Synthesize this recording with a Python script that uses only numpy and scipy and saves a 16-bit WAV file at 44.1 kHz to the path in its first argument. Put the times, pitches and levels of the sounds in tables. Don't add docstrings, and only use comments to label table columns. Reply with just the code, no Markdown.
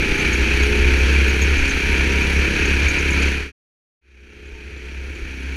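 import sys
import numpy as np
from scipy import signal
from scipy.fft import rfft, irfft
from scipy.io import wavfile
from scipy.ndimage import uniform_filter1d

SR = 44100
rng = np.random.default_rng(int(sys.argv[2]) if len(sys.argv) > 2 else 0)


def wrap_up_sound(samples):
    columns = np.atleast_2d(samples).T
    tamed = np.clip(columns, -1, 1)
    steps = np.round(tamed * 32767).astype(np.int16)
    wavfile.write(sys.argv[1], SR, steps)


N = 245195

# [t/s, firing rate f/Hz, throttle 0-1, exhaust re clatter level/dB]
ENGINE_RUN = [(0, 30.28, 0.7, -3.5), (.3, 30.82, .9, -4.5), (.55, 31.79, 1, -6), (.8, 32.4, 1, -5),
              (1.1, 33.22, .8, -4.5), (1.5, 34.19, .4, -5), (1.72, 34.09, .1, -9), (1.9, 33.54, 0.3, -4.5),
              (2.3, 34.35, .2, -3.5), (2.9, 34.59, 0, -6.5), (3.51, 34.71, 0, -6.5),
              (4.03, 32.59, 0.95, -7), (4.35, 32.13, 0.98, -2.5), (4.75, 32.59, 1, -3.5),
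              (4.95, 32.93, 0.6, -2.5), (5.2, 33.52, .5, -3.5), (5.35, 32.6, 0, -5.5),
              (5.56, 33.5, 0.4, -5)]
# [f/Hz, relative level/dB per Hz]
CLATTER_COLOUR = [(290, -40), (500, -13.5), (628, -18.5), (949, -13), (1130, -18), (1430, -5.5), (2080, -6),
                  (2430, 0.5), (3570, -16.5), (4540, -14.5), (5170, -24.5), (6400, -20), (8030, -45),
                  (10500, -42.5), (15000, -56.5)]
# [f/Hz, width f/Hz, relative level/dB]
PANEL_RINGS = [(1601, 380, -10.5), (1730, 300, -7.5), (2317, 270, 0.5), (2513, 160, -1), (3157, 370, -13),
               (4080, 500, -21), (5676, 570, -19.5), (6350, 1000, -23), (7600, 1500, -32), (8610, 540, -31),
               (9230, 300, -27.5), (10310, 1400, -29), (11400, 460, -38), (12400, 600, -36),
               (13300, 810, -39.5), (13900, 850, -41), (14830, 700, -44.5)]
# [t/s, level/dB re clatter]
SHAKE_LEVEL = [(0, -0.5), (.16, -14), (.27, 2), (.62, 2.5), (.85, 5.5), (1.22, 6), (1.34, 1), (1.45, 6.5),
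               (1.58, 3.5), (1.66, -4), (1.82, -5), (1.93, 4), (2.25, 1), (2.43, 5.5), (2.5, -6),
               (2.63, -1.5), (2.88, 5.5), (2.93, -4.5), (3.2, 3), (3.36, 0.5), (3.5, 1.5), (4.03, 6),
               (4.2, 7), (4.33, -1), (4.53, 6), (4.62, 3), (5.07, 8.5), (5.17, -0.5), (5.4, 6), (5.56, 7)]
# [multiple of the firing rate, level/dB pulling at full throttle,
# level/dB held back by the governor]
EXHAUST_PARTIALS = [(1, -15.5, -14.5), (3, -30, -22), (4, -17, -18.5), (5, -15.5, -14), (6, -26, -14),
                    (7, -13, -20), (8, -20.5, -13), (9, -18.5, -13.5), (10, -13, -12.5), (11, -9.5, -21),
                    (12, -23.5, -12), (13, -9, -20.5), (14, -26.5, -21.5), (15, -30, -32.5),
                    (16, -22.5, -26.5)]
# [t/s, level/dB]
EIGHTH_PARTIAL_BOOM = [(.7, -3), (.92, 13), (1.1, -7), (1.7, 8), (2.0, -5), (2.9, 2.5), (3.5, 4),
                       (4.6, -7.5), (5.2, 0), (5.3, 9), (5.56, 11.5)]
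# [f/Hz, relative level/dB per Hz]
GAS_COLOUR = [(47, -34), (80, 2), (95, -10.5), (119, -14.5), (227, -11), (321, -13.5), (421, -10.5),
              (611, -27.5), (700, -27), (910, -47.5), (1540, -120)]
# [t/s, peak level/dB before the fader, mid pitch f/Hz, length t/s, octave re squeak level/dB]
BRAKE_SQUEAKS = [(.18, -33, 6450, 0.018, -28), (.199, -27, 6270, 0.019, -26.5),
                 (.2653, -32, 5900, 0.013, -21), (0.331, -26, 6520, 0.027, -25),
                 (0.628, -29.5, 6600, 0.03, -19), (0.774, -34, 6660, .014, -23.5),
                 (0.99, -34, 6640, 0.012, -22), (1.128, -35, 6550, 0.014, -23),
                 (1.283, -33.5, 6660, 0.017, -10), (1.297, -30, 6600, .016, -19.5),
                 (1.419, -24, 6550, .015, -20.5), (1.4274, -27, 6665, .013, -18),
                 (1.437, -27.5, 6470, 0.015, -22), (1.582, -30, 6350, .018, -24),
                 (1.648, -36, 7020, .011, -25), (1.68, -34, 6940, .013, -23.5),
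                 (1.695, -27.5, 6450, .018, -27), (1.708, -28, 6283, .014, -27),
                 (2.1204, -33, 6200, .012, -25), (2.23, -32, 6560, .016, -26.5),
                 (2.658, -27.5, 6530, 0.017, -23), (2.887, -22.5, 6400, 0.015, -27.5),
                 (2.9, -27, 6482, .015, -27), (2.9903, -29, 6600, .015, -28),
                 (3.0111, -31.5, 6040, 0.0067, -24), (3.109, -29.5, 7050, 0.0089, -25),
                 (3.132, -28.5, 6380, .013, -24.5), (3.19, -35, 6470, 0.011, -22),
                 (3.2236, -29.5, 6900, .012, -24), (3.234, -30.5, 6220, 0.012, -24),
                 (3.272, -34, 6090, .012, -23), (4.4747, -32, 7050, .012, -22),
                 (4.7785, -32, 7200, 0.012, -22), (5.154, -30, 7110, .011, -26)]
# [t/s at the peak, level/dB, length t/s]
FLOOR_SEAMS = [(.11, 12, .08), (.4, 7, 0.12), (.85, 9, 0.33), (1.6, 7.5, 0.54), (2.88, 7, 0.096),
               (4.54, 12, .12), (5.238, 19.5, 0.065)]
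# [f/Hz, relative level/dB]
THUMP_COLOUR = [(8, -14.0), (18, 0), (26, -5.5), (34, -6.5), (45, -2.5), (56, -6)]
# [t/s, level/dB re clatter]
WHINE_LEVEL = [(0, -23), (.22, -20), (.45, -28), (.88, -18), (1.05, -25), (1.75, -29), (2.15, -15.5),
               (2.5, -29.5), (2.7, -26), (3.05, -20), (3.4, -27.5), (4.35, -32), (4.55, -17), (4.75, -28),
               (4.95, -20), (5.2, -27), (5.56, -21)]

CLATTER_DB, RUMBLE_DB = -21.5, -8.5
FAN_MULTIPLE = 28
SLIDE_HZ_PER_S = 8400
FAINT_PER_S, FAINT_DB, FAINT_OCTAVE_DB = 2.3, -42, -24
FAINT_HZ, FAINT_SPREAD_HZ, FAINT_S = 6440, 84, 0.012
CLOSING_S, SHUT_S, OPENS_S = 0.25, 3.519, 4.012
OPENING_S, OPENING_POWER = 7.25, 0.95
TOP_HZ = 15280


def undb(db):
    return 10 ** (np.asarray(db) / 20)


def unit(x):
    return x / np.sqrt(np.mean(x ** 2))


def walk(rate):
    k = int(SR / rate)
    held = np.repeat(rng.standard_normal(N // k + 1), k)
    return 1.04 * uniform_filter1d(uniform_filter1d(held, k), k)[:N]


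def colour(x, table):
    hz, db = np.transpose(table)
    f = np.maximum(np.arange(N // 2 + 1) * SR / N, 1)
    gain_db = np.interp(np.log(f), np.log(hz), db, left=-90, right=-90)
    return irfft(rfft(x) * undb(gain_db), N)


def ring_twice(x, hz, width):
    b, a = signal.iirpeak(hz, hz / width, fs=SR)
    return signal.lfilter(b, a, signal.lfilter(b, a, x))


def read(table):
    s, *columns = np.transpose(table)
    return [np.interp(np.arange(N) / SR, s, c) for c in columns]


def knocks(cycle, hz=1000):
    depth = 0.14 * (hz / 2000) ** 0.2
    turn = 2 * np.pi * cycle + 2.8 * rng.random()
    beat = (1 + depth * np.cos(turn)) * (1 + 0.26 * depth * np.cos(2 * turn))
    taps = rng.random(N) < 2500 * beat ** 2 / SR
    unsteady = undb(1.0 * walk(300) + 1.1 * walk(30))
    return rng.standard_normal(N) * (beat + 2.3 * taps) * unsteady


def clatter(cycle):
    rings = 0
    for hz, width, db in PANEL_RINGS:
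        panel = ring_twice(knocks(cycle, hz), hz, width)
        rings = rings + undb(db + 0.98 * walk(10)) * panel
    broad = unit(colour(knocks(cycle), CLATTER_COLOUR))
    return unit(broad + undb(-1.0) * unit(rings))


def shake(cycle):
    boom = unit(ring_twice(rng.standard_normal(N), 76, 30))
    wander, flutter = 0.55 * walk(18), undb(1.2 * walk(25))
    rocking = np.sin(2 * (2 * np.pi) * cycle + wander) * flutter
    return unit(rocking + undb(-18.5) * boom)


def exhaust(cycle, throttle, boom_db):
    drone, load = 0, np.clip(throttle, 0, 1)
    for k, pull_db, held_db in EXHAUST_PARTIALS:
        db = load * pull_db + (1 - load) * held_db + (k == 8) * boom_db + 2.5 * walk(6.4)
        phase = 0.0715 * k ** 2 + 0.9 * walk(12)
        drone = drone + undb(db) * np.sin(2 * np.pi * k * cycle + phase)
    puff = 1 + 0.12 * np.cos(2 * np.pi * cycle)
    gas = unit(colour(puff * rng.standard_normal(N), GAS_COLOUR))
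    return unit(drone) + undb(-2.0) * gas


def faint_squeaks():
    starts = np.cumsum(rng.exponential(size=60)) / FAINT_PER_S
    rows = []
    for s, (a, b) in zip(starts, rng.standard_normal((60, 2))):
        if s < N / SR:
            rows.append((s + 0.0056, FAINT_DB + 1.5 * a, FAINT_HZ + FAINT_SPREAD_HZ * b,
                         FAINT_S, FAINT_OCTAVE_DB))
    return rows


def squeaks():
    out = np.zeros(N + SR)
    scratch = unit(ring_twice(rng.standard_normal(N + SR), 6700, 1100))
    for s, db, hz, length, octave_db in BRAKE_SQUEAKS + faint_squeaks():
        t = np.arange(int(length * SR)) / SR
        angle = 2 * np.pi * (hz * t + SLIDE_HZ_PER_S / 2 * t * (t - length))
        i = int((s - 0.003) * SR)
        tone = np.sin(angle) + undb(octave_db) * np.sin(2 * angle)
        tone = tone + undb(-11.5) * scratch[i:i + len(t)]
        swell = np.sin(np.pi * (t / length) ** 0.46) ** 2
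        out[i:i + len(t)] += undb(db) * swell * tone
    return out[:N] * undb(0.88 * walk(440))


def rumble():
    thumps = colour(rng.standard_normal(N), THUMP_COLOUR)
    power = uniform_filter1d(thumps ** 2, size=SR // 8)
    return unit(thumps / np.sqrt(power + 1e-9))


def seam_swells():
    t = np.arange(N) / SR
    return sum(db * np.cos(np.pi * np.clip((t - s) / length, -0.5, 0.5)) ** 2
               for s, db, length in FLOOR_SEAMS)


def fan(cycle):
    flutter, wander = undb(3 * walk(20)), 1.4 * walk(30)
    return flutter * np.sin(2 * np.pi * FAN_MULTIPLE * cycle + wander)


def scene():
    hz, throttle, exhaust_db = read(ENGINE_RUN)
    (shake_db,), (boom_db,), (fan_db,) = read(SHAKE_LEVEL), read(EIGHTH_PARTIAL_BOOM), read(WHINE_LEVEL)
    cycle = np.cumsum(hz * (1 + 0.0034 * walk(30))) / SR
    kart = clatter(cycle) + undb(shake_db) * shake(cycle)
    kart = kart + undb(exhaust_db) * exhaust(cycle, throttle, boom_db)
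    kart = kart + undb(RUMBLE_DB + seam_swells() + 2.1 * walk(9.7)) * rumble()
    kart = kart + undb(fan_db) * fan(cycle)
    return (undb(CLATTER_DB + 0.3 * walk(8)) * kart + squeaks())[None]


def record(dry):
    t = np.arange(N) / SR
    closing = np.clip((SHUT_S - t) / CLOSING_S, 0, 1)
    opening = np.clip((t - OPENS_S) / OPENING_S, 0, 1) ** OPENING_POWER
    low_pass = signal.ellip(14, 0.2, 70, TOP_HZ, fs=SR, output="sos")
    return signal.sosfilt(low_pass, dry * (closing + opening))


dry = scene()
out = record(dry)
wrap_up_sound(out)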